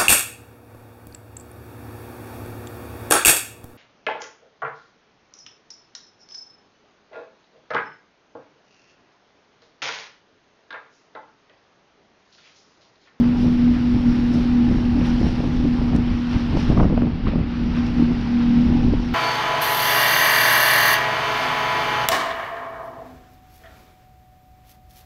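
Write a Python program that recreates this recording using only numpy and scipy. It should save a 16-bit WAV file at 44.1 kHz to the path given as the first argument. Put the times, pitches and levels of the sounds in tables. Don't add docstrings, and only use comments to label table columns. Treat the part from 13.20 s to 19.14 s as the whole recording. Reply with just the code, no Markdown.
import sys
import numpy as np
from scipy import signal
from scipy.fft import rfft, irfft, next_fast_len
from scipy.io import wavfile
from scipy.ndimage import uniform_filter1d, minimum_filter1d, map_coordinates

SR = 44100
rng = np.random.default_rng(int(sys.argv[2]) if len(sys.argv) > 2 else 0)


def persist_wave(psi):
    counts = np.round(np.clip(psi, -1, 1) * 32767).astype(np.int16)
    wavfile.write(sys.argv[1], SR, np.atleast_2d(counts).T)


N = 261954


def amp(db):
    return 10 ** (np.asarray(db) / 20)


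def unit(x):
    return x / np.sqrt(np.mean(x ** 2) + 1e-20)


def white():
    return rng.standard_normal(N)


def curves(rows):
    s, *cols = np.transpose(rows)
    return [np.interp(np.arange(N) / SR, s, c) for c in cols]


def wobble(knots_per_s):
    knots = rng.standard_normal(int(N * knots_per_s / SR) + 4)
    return map_coordinates(knots, [np.arange(N) * knots_per_s / SR])


def filtered(x, response):
    m = next_fast_len(N + SR // 2)
    return irfft(rfft(x, m) * response(np.fft.rfftfreq(m, 1 / SR)), m)[:N]


def coloured(x, spectrum):
    f, db = np.transpose(spectrum)
    return unit(filtered(x, lambda hz: amp(np.interp(np.log(hz + 1), np.log(f), db))))


def patchy(depth_db):
    z = signal.stft(white(), nperseg=512)[2]
    field = uniform_filter1d(rng.standard_normal(z.shape), size=7, axis=0)
    field = uniform_filter1d(field, size=12, axis=1)
    return unit(signal.istft(z * amp(depth_db * unit(field)), nperseg=512)[1][:N])


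def steadied(x, span_s):
    size = int(span_s * SR)
    power = uniform_filter1d(uniform_filter1d(x ** 2, size), size)
    return x / np.sqrt(np.abs(power) + 1e-9)


def impacts(rate_per_s, spread_db):
    struck = rng.random(N) < rate_per_s / SR
    size = amp(spread_db * white().clip(-2, 2))
    return unit(struck * rng.choice([-1, 1], N) * size)


def bells(s, length_s):
    return np.exp(-(2 * (np.arange(N)[:, None] / SR - s) / length_s) ** 2)


def add(track, s, sound):
    part = track[round(s * SR):][:len(sound)]
    part += sound[:len(part)]


# (time [s], level before trim [dB], pitch [Hz])
DROPS = [(0.588, -46, 6300), (1.1415, -37.5, 6600), (2.004, -42, 6300), (2.544, -44.5, 6290),
         (2.763, -30.5, 6200), (4.667, -29, 3700), (5.8498, -46, 6593)]
# (multiple of pitch [1], level [dB])
TICK_SPECTRUM = [(0.5, -19.5), (0.9, 4), (1.05, -1), (1.25, -9.5), (1.55, -7.5), (1.9, -18.5), (2.4, -37.5)]
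DROP_TRIM_DB = -2.5


def drops():
    ticks, t = np.zeros(N), np.arange(SR // 20) / SR
    envelope = (1 - np.exp(-t / 0.0003)) * amp(-60 * t / 0.0065)
    for s, db, hz in DROPS:
        spectrum = [(k * hz, level) for k, level in TICK_SPECTRUM]
        grain = coloured(white(), spectrum)[:len(t)]
        add(ticks, s, amp(db + DROP_TRIM_DB) * envelope * grain)
    return ticks


# (time [s], peak [dB], starting pitch [Hz])
GLUGS = [(3.506, -27, 524), (3.612, -24, 500), (3.65, -23.5, 543), (3.724, -23, 502), (4.133, -29, 570),
         (5.567, -31, 809), (5.632, -33, 765)]
GLUG_PEAK_S, GLUG_SWEEP_PER_S = 0.0028, 1.5


def glugs():
    track, t = np.zeros(N), np.arange(SR // 20) / SR
    shape = t / GLUG_PEAK_S * np.exp(1 - t / GLUG_PEAK_S)
    for s, db, hz in GLUGS:
        turns = hz * t * (1 + GLUG_SWEEP_PER_S * t / 2) + rng.random()
        add(track, s, amp(db) * shape * np.sin(2 * np.pi * turns))
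    return track


def bubbles(rate_per_s, low_hz, high_hz, decay_cycles, spread_db):
    when, size, strength = rng.random((int(rate_per_s * N / SR), 3)).T[:, :, None]
    n = np.arange(SR // 50)
    turns = low_hz * (high_hz / low_hz) ** size * n / SR
    age = turns / decay_cycles
    envelope = amp(spread_db * strength ** 3) * (1 - np.exp(-turns)) * np.exp(-age)
    rings = envelope * np.sin(2 * np.pi * turns * (1 + 0.036 * age))
    at = (when * N).astype(int) + n
    return unit(np.bincount(at.ravel(), rings.ravel(), N)[:N])


# (crest [s], rise of wash [dB], rise of fizz [dB])
SPLASHES = [(0.22, -1, 5.5), (0.54, 1.5, 2.5), (0.95, 2.5, 3), (1.14, 0.5, 4.5), (1.52, 1, 3.5),
            (1.859, 5, 6), (2.06, 1, 3), (2.88, 2.5, 0), (3.13, 4.5, 4.5), (3.391, 3, 5.5),
            (4.075, 6.5, 1.5), (4.571, 4.5, 2.5), (4.67, 0.5, 3), (4.8, 2.5, 2)]
SPLASH_RISE_S, SPLASH_FALL_S = 0.023, 0.074


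def splashes():
    s, wash_db, fizz_db = np.transpose(SPLASHES)
    late_s = np.arange(N)[:, None] / SR - s
    lift = np.exp(-np.maximum(-late_s / SPLASH_RISE_S, late_s / SPLASH_FALL_S))
    return lift @ wash_db, lift @ fizz_db


# (time [s], wash level [dB], fizz level [dB])
SPRAY = [(0, -40.5, -50.5), (0.65, -40.5, -50.5), (1.3, -40, -49), (1.68, -40, -50.5), (2.05, -40, -47),
         (2.5, -40, -49.5), (3.0, -40, -50.5), (3.5, -39, -47), (3.62, -42, -49.5), (3.75, -41.5, -57.5),
         (3.96, -43.5, -59), (4.25, -42.5, -60), (4.36, -40, -53), (4.6, -40.5, -51.5), (5.35, -38.5, -49),
         (5.94, -41, -49.5)]
# (frequency [Hz], relative density [dB per Hz])
WASH_SPECTRUM = [(150, -22.5), (400, -5.5), (660, -2), (800, 3), (1000, 0.5), (1400, -0.5), (2100, -3.5),
                 (2800, -4.5), (3400, -9.5), (5000, -14), (6500, -38.5), (9000, -100)]
FIZZ_SPECTRUM = [(1200, -18), (2800, -0.5), (3800, -1), (4700, -3.5), (5600, -1.5), (6100, -11),
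                 (7000, -20.5), (8000, -29), (9000, -25), (11500, -41), (14000, -68)]
MIST_SPECTRUM = [(5000, -38), (6500, 4.5), (8000, -2.5), (9200, 1.5), (11500, -1), (13000, -8.5),
                 (15000, -28)]
MIST_DB, MIST_DB_PER_FIZZ_DB, MIST_THINS_DB_PER_S = -72, 1.35, 1.2


def spray():
    wash_db, fizz_db = np.add(curves(SPRAY), splashes())
    fizz_db = fizz_db + 0.29 * wobble(16)
    gurgle = bubbles(rate_per_s=350, low_hz=650, high_hz=3600, decay_cycles=8, spread_db=15)
    wash = coloured(patchy(depth_db=1.0) + 0.44 * impacts(rate_per_s=700, spread_db=4.5), WASH_SPECTRUM)
    wash = wash + 0.27 * gurgle
    fizz = coloured(patchy(depth_db=2.1) + 0.66 * impacts(rate_per_s=1700, spread_db=7.5), FIZZ_SPECTRUM)
    mist = coloured(patchy(depth_db=0.5) + impacts(rate_per_s=400, spread_db=4.0), MIST_SPECTRUM)
    mist_db = MIST_DB + MIST_DB_PER_FIZZ_DB * (fizz_db - fizz_db.mean())
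    mist_db = mist_db - MIST_THINS_DB_PER_S * np.arange(N) / SR
    wash_db = wash_db + 0.31 * wobble(22)
    flicker_db = 0.4 * wobble(25)
    return amp(wash_db) * wash + amp(fizz_db + flicker_db) * fizz + amp(mist_db) * mist


# (middle [s], length [s], rise [dB], sharpness [dB]: + small eddies, - large ones)
GUSTS = [(0.04, 0.24, 3.1, 3.5), (0.255, 0.11, 6.6, 2.5), (0.755, 0.041, 7.9, 0), (0.9, 0.06, 2.8, -2.5),
         (1.166, 0.11, 4.8, 3), (1.527, 0.11, 6.05, 0), (1.79, 0.09, 3.5, 2), (2.06, 0.08, 4.25, 1.5),
         (2.23, 0.09, 1.2, 4.5), (2.38, 0.055, 0.3, -3.5), (2.456, 0.045, 4, 0), (2.759, 0.095, 6.6, 0.5),
         (2.922, 0.065, 6.8, -6.5), (3.158, 0.047, 10.5, -3), (3.355, 0.085, 8.4, 2), (3.504, 0.056, 7, 0),
         (3.61, 0.15, 8.3, 2.5), (3.735, 0.073, 3.4, 2), (3.85, 0.09, 5, 3), (4.072, 0.081, 6.8, -4),
         (4.19, 0.13, 9.5, 1), (4.47, 0.2, 4.9, -0.5), (4.815, 0.081, 4.5, 2), (4.91, 0.05, 6.1, 4.5),
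         (5.35, 0.12, 2.5, 0.5), (5.467, 0.079, 3.5, -0.5), (5.66, 0.082, 4.2, -4), (5.735, 0.04, 4, 1.5),
         (5.785, 0.06, 1.8, -7)]


def gusts():
    s, length_s, rise_db, sharp_db = np.transpose(GUSTS)
    swells = bells(s, length_s)
    return swells @ rise_db, swells @ sharp_db


# (time [s], level [dB])
BREEZE = [(0, -30), (0.62, -30), (1.05, -29.5), (1.65, -28), (2.15, -26.5), (2.4, -26), (2.54, -28),
          (2.68, -26), (3.05, -35.5), (3.6, -24.5), (3.85, -28.5), (3.96, -30), (4.3, -34), (4.7, -29),
          (5.0, -30), (5.22, -34), (5.6, -25.5), (5.76, -27), (5.83, -32), (5.94, -30.5)]
# (frequency [Hz], relative density [dB per Hz])
RUMBLE_SPECTRUM = [(8, -18.5), (18, -3.5), (42, 0.5), (75, -3), (100, -9), (160, -34.5), (600, -120)]
BUFFET_SPECTRUM = [(50, -21), (90, -0.5), (150, 1), (220, -1.5), (300, -5.5), (400, -23.5), (600, -29.5),
                   (1200, -82), (4000, -120)]
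FLUTTER_SPECTRUM = [(100, -24.5), (250, -2), (340, -0.5), (480, -7.5), (700, -14), (1100, -25.5),
                    (1800, -35), (4000, -57), (9000, -120)]
TEARING_SPECTRUM = [(300, -21.5), (600, 4), (1100, 0), (1700, -23), (3000, -27), (5500, -42.5),
                    (9000, -120)]
RUMBLE_DB, BUFFET_DB, FLUTTER_DB = 2, 1.5, -10.5
TEARING_DB, TEARING_DB_PER_FLUTTER_DB = -37, 2.2


def wind():
    (breeze_db,), (gust_db, sharp_db) = curves(BREEZE), gusts()
    lull_db = breeze_db - breeze_db.mean()
    wind_db = breeze_db.mean() + gust_db
    rumble_db = RUMBLE_DB + wind_db + lull_db - sharp_db + 0.85 * wobble(18)
    buffet_db = BUFFET_DB + wind_db + 0.85 * lull_db + wobble(22)
    flutter_db = FLUTTER_DB + wind_db + 0.98 * lull_db + sharp_db
    tearing_db = TEARING_DB + TEARING_DB_PER_FLUTTER_DB * (flutter_db - flutter_db.max())
    large = white()
    middling = white() + 0.63 * impacts(rate_per_s=60, spread_db=3.5)
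    small = white() * amp(3.5 * wobble(110)) + 0.5 * impacts(rate_per_s=240, spread_db=6.0)
    rumble = steadied(coloured(large, RUMBLE_SPECTRUM), span_s=0.085)
    buffet = steadied(coloured(middling, BUFFET_SPECTRUM), span_s=0.034)
    flutter = steadied(coloured(small, FLUTTER_SPECTRUM), span_s=0.022)
    tearing = steadied(coloured(small, TEARING_SPECTRUM), span_s=0.051)
    low = amp(rumble_db) * rumble + amp(buffet_db) * buffet
    return low + amp(flutter_db) * flutter + amp(tearing_db) * tearing


# (middle [s], length [s], level [dB])
HOOTS = [(1.175, 0.11, -30.5), (1.776, 0.094, -24.5), (2.27, .05, -31.5), (2.457, 0.048, -19),
         (3.357, 0.048, -22.5), (3.723, 0.067, -24.5), (4.805, .09, -22.5), (5.537, 0.13, -27.5),
         (5.735, .04, -26.5)]
# (frequency [Hz], relative density [dB per Hz])
HOLLOW_SPECTRUM = [(200, -43.5), (262, -5), (282, 0.5), (305, -5), (350, -13), (450, -46), (900, -110)]


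def hoots():
    s, length_s, db = np.transpose(HOOTS)
    note = steadied(coloured(white(), HOLLOW_SPECTRUM), span_s=0.028)
    return bells(s, length_s) @ amp(db) * note


def doublet(t, width_s):
    u = t / width_s
    return u * np.exp((1 - u * u) / 2)


PUFF_PEAK_S, PUFF_TOP_HZ = 0.002, 6000
PUFF_ROUNDING_OCTAVES, PUFF_EDGE_DB_PER_OCTAVE = 0.26, 19.5


def puff(t, centre_hz):
    hz = np.fft.rfftfreq(len(t), 1 / SR) + 1
    octaves = np.hypot(np.log2(hz / centre_hz), PUFF_ROUNDING_OCTAVES)
    colour = amp(-PUFF_EDGE_DB_PER_OCTAVE * octaves) * (hz < PUFF_TOP_HZ)
    air = irfft(rfft(rng.standard_normal(len(t))) * colour, len(t))
    shape = t / PUFF_PEAK_S * np.exp(1 - t / PUFF_PEAK_S)
    return unit(air * shape) * np.sqrt(np.mean(shape ** 2))


# (time [s], thump level before trim [dB], puff level [dB], puff centre [Hz])
SLAPS = [(1.509, -10, -31, 419.5), (1.811, -10, -34.5, 453), (2.011, -6, -32, 480),
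         (2.029, -8.5, -26.5, 479.6), (2.064, -9.5, -31, 700), (2.085, -20, -38, 790),
         (2.201, -23, -33, 644), (2.238, -22, -31.5, 560.3), (2.453, -8, -28, 400), (2.584, -17, -34, 730),
         (2.613, -26, -29.5, 557), (2.732, -16, -26.5, 560), (2.749, -11, -30, 520),
         (2.783, -10.5, -34.5, 750), (3.37, -9, -23, 685), (3.498, -6, -29.5, 478.6),
         (3.508, -19, -28, 540), (3.525, -14, -33, 550), (3.566, -13, -29, 646), (3.574, -21, -23.5, 740),
         (3.597, -2.5, -19, 850), (3.605, -13, -19, 650), (3.614, -4, -22.5, 482), (3.63, -11, -25.5, 850),
         (3.641, -15, -26, 720), (3.652, -9, -26.5, 579.7), (3.697, -15, -34, 720), (3.724, -9, -28.5, 534),
         (3.775, -6, -19.5, 640), (3.789, -22, -37, 1000), (3.819, -6, -26, 740), (3.831, -15, -26.5, 500),
         (3.869, -12, -30.5, 640), (4.069, -8.5, -27.5, 1180), (4.082, -13, -29.5, 520),
         (4.133, -16, -30.5, 561.4), (4.155, -14, -27.5, 580), (4.178, -23, -36, 620),
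         (4.21, -17, -38, 670), (4.821, -11, -37, 460), (5.68, -10, -33.5, 399.6),
         (5.734, -9.5, -27.5, 480)]
THUMP_TRIM_DB = -3.0
SNAP_DB, SNAP_DB_PER_PUFF_DB = -23.5, 2.1


def slaps():
    track, t = np.zeros(N), np.arange(SR // 20) / SR
    hardest_db = max(row[2] for row in SLAPS)
    signs = rng.choice([-1, 1], len(SLAPS))
    for (s, thump_db, puff_db, centre_hz), sign in zip(SLAPS, signs):
        thump = amp(thump_db + THUMP_TRIM_DB) * doublet(t - 0.004, width_s=0.00085)
        snap_db = SNAP_DB + SNAP_DB_PER_PUFF_DB * (puff_db - hardest_db)
        snap = amp(snap_db) * doublet(t - 0.002, width_s=0.00013)
        add(track, s, sign * (thump + snap) + amp(puff_db) * puff(t, centre_hz))
    return track


def partials(rows, cycle):
    total = np.zeros(N)
    for k, db in rows:
        blur = 0.03 * k * wobble(24)
        phase = round(k) * cycle + rng.uniform(0, 2 * np.pi) + blur
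        total += amp(db + 2 * wobble(9)) * np.sin(phase)
    return total


# (time [s], frequency [Hz])
FIRING = [(0.0, 240.7), (0.2, 243.2), (0.45, 241.3), (0.8, 243), (1.15, 240.3), (1.35, 242.3), (1.8, 241.7),
          (2.0, 240.8), (2.28, 243.3), (2.75, 241.5), (3.3, 241), (3.7, 237.5), (4.0, 241.2), (4.45, 238.3),
          (4.7, 239.9), (4.98, 239.1), (5.35, 239.3), (5.55, 241.6), (5.94, 241)]
# (time [s], rms level [dB])
DRONE = [(0.0, -12.5), (0.16, -19), (0.27, -15.5), (0.37, -18), (0.47, -13), (0.62, -21.5), (0.74, -16.5),
         (0.8, -23.5), (0.88, -15), (0.96, -20), (1.25, -19.5), (1.42, -13), (1.52, -20.5), (1.95, -19),
         (2.09, -24), (2.42, -23), (3.14, -23), (3.43, -29.5), (3.87, -25), (4.06, -35.5), (4.19, -27),
         (4.5, -26.5), (4.55, -25), (4.6, -21), (4.66, -27.5), (4.75, -24), (4.82, -15), (4.89, -22),
         (5.0, -24.5), (5.04, -28), (5.13, -18), (5.27, -17), (5.39, -14.5), (5.62, -21), (5.94, -26.5)]
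# (multiple of the four-stroke cycle [1], rms level [dB])
PARTIALS = [(1, -40.5), (2, -47), (3, -41.5), (7, -37.5), (8, -45), (9, -49.5), (10, -57), (12, -53),
            (13, -58.5)]
# (time [s], gain [dB])
WHINE = [(0, -7), (0.17, 8), (0.4, -6), (1.4, 4.5), (3.3, -3), (4.3, -8.5), (5.3, -1.5), (5.57, 8.5),
         (5.94, 1)]
# (multiple of the cycle [1], rms level [dB])
WHINE_PARTIALS = [(19, -56), (20, -56.5), (21, -58), (24, -59)]
# (time [s], level [dB])
GROWL = [(0, -30.5), (0.85, -37), (1.7, -34.5), (2.6, -36), (3.05, -40), (3.4, -32.5), (4.3, -35.5),
         (4.8, -32), (5.2, -34), (5.3, -22.5), (5.58, -25.5), (5.78, -38), (5.94, -31)]
# (multiple of the cycle [1], relative level [dB])
GROWL_PARTIALS = [(4, -3.5), (5, -3.5)]
# (frequency [Hz], relative density [dB per Hz])
GROWL_SPECTRUM = [(100, -39.5), (150, -2), (185, 2.5), (225, 0.5), (270, -21.5), (600, -100)]
GROWL_ROUGH_DB = -6
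WAVER_DB, WAVER_DB_PER_DB_SUNK, WAVER_KNOTS_PER_S = 0.25, 0.12, 18
CYLINDERS, SKIRT_DB = 6, -40.5


def motor():
    (firing_hz,), (drone_db,), (whine_db,), (growl_db,) = map(curves, (FIRING, DRONE, WHINE, GROWL))
    jittered_hz = firing_hz * (1 + 0.004944 * wobble(25))
    cycle = 2 * np.pi * np.cumsum(jittered_hz) / SR / CYLINDERS
    waver_db = WAVER_DB + WAVER_DB_PER_DB_SUNK * (drone_db.max() - drone_db)
    tone_db = drone_db + waver_db * (wobble(WAVER_KNOTS_PER_S) + wobble(45) / 2)
    tone = amp(tone_db) * np.sin(CYLINDERS * cycle)
    swell_db = drone_db - drone_db.mean()
    rest = amp(0.51 * swell_db) * partials(PARTIALS, cycle)
    whine = amp(whine_db) * partials(WHINE_PARTIALS, cycle)
    skirt = coloured(white(), [(120, -41.0), (210, -12.5), (270, 5.5), (320, 5.5), (420, -25.5),
                               (900, -70.0), (3000, -120)])
    rough = amp(GROWL_ROUGH_DB) * coloured(white(), GROWL_SPECTRUM)
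    growl = steadied(unit(partials(GROWL_PARTIALS, cycle)) + rough, span_s=0.06)
    pitched = np.sqrt(2) * (tone + rest + whine)
    return pitched + amp(SKIRT_DB + 0.92 * swell_db) * skirt + amp(growl_db) * growl


def scene():
    water = drops() + glugs() + spray()
    air = wind() + hoots() + slaps()
    return (water + air + motor())[None]


CEILING, TOP_HZ = 0.6, 15000


def record(dry):
    needed = np.minimum(1, CEILING / (np.abs(dry[0]) + 1e-9))
    gain = uniform_filter1d(minimum_filter1d(needed, size=441), size=441)
    return filtered(dry[0] * gain, lambda hz: hz < TOP_HZ)[None]


dry = scene()
out = record(dry)
persist_wave(out)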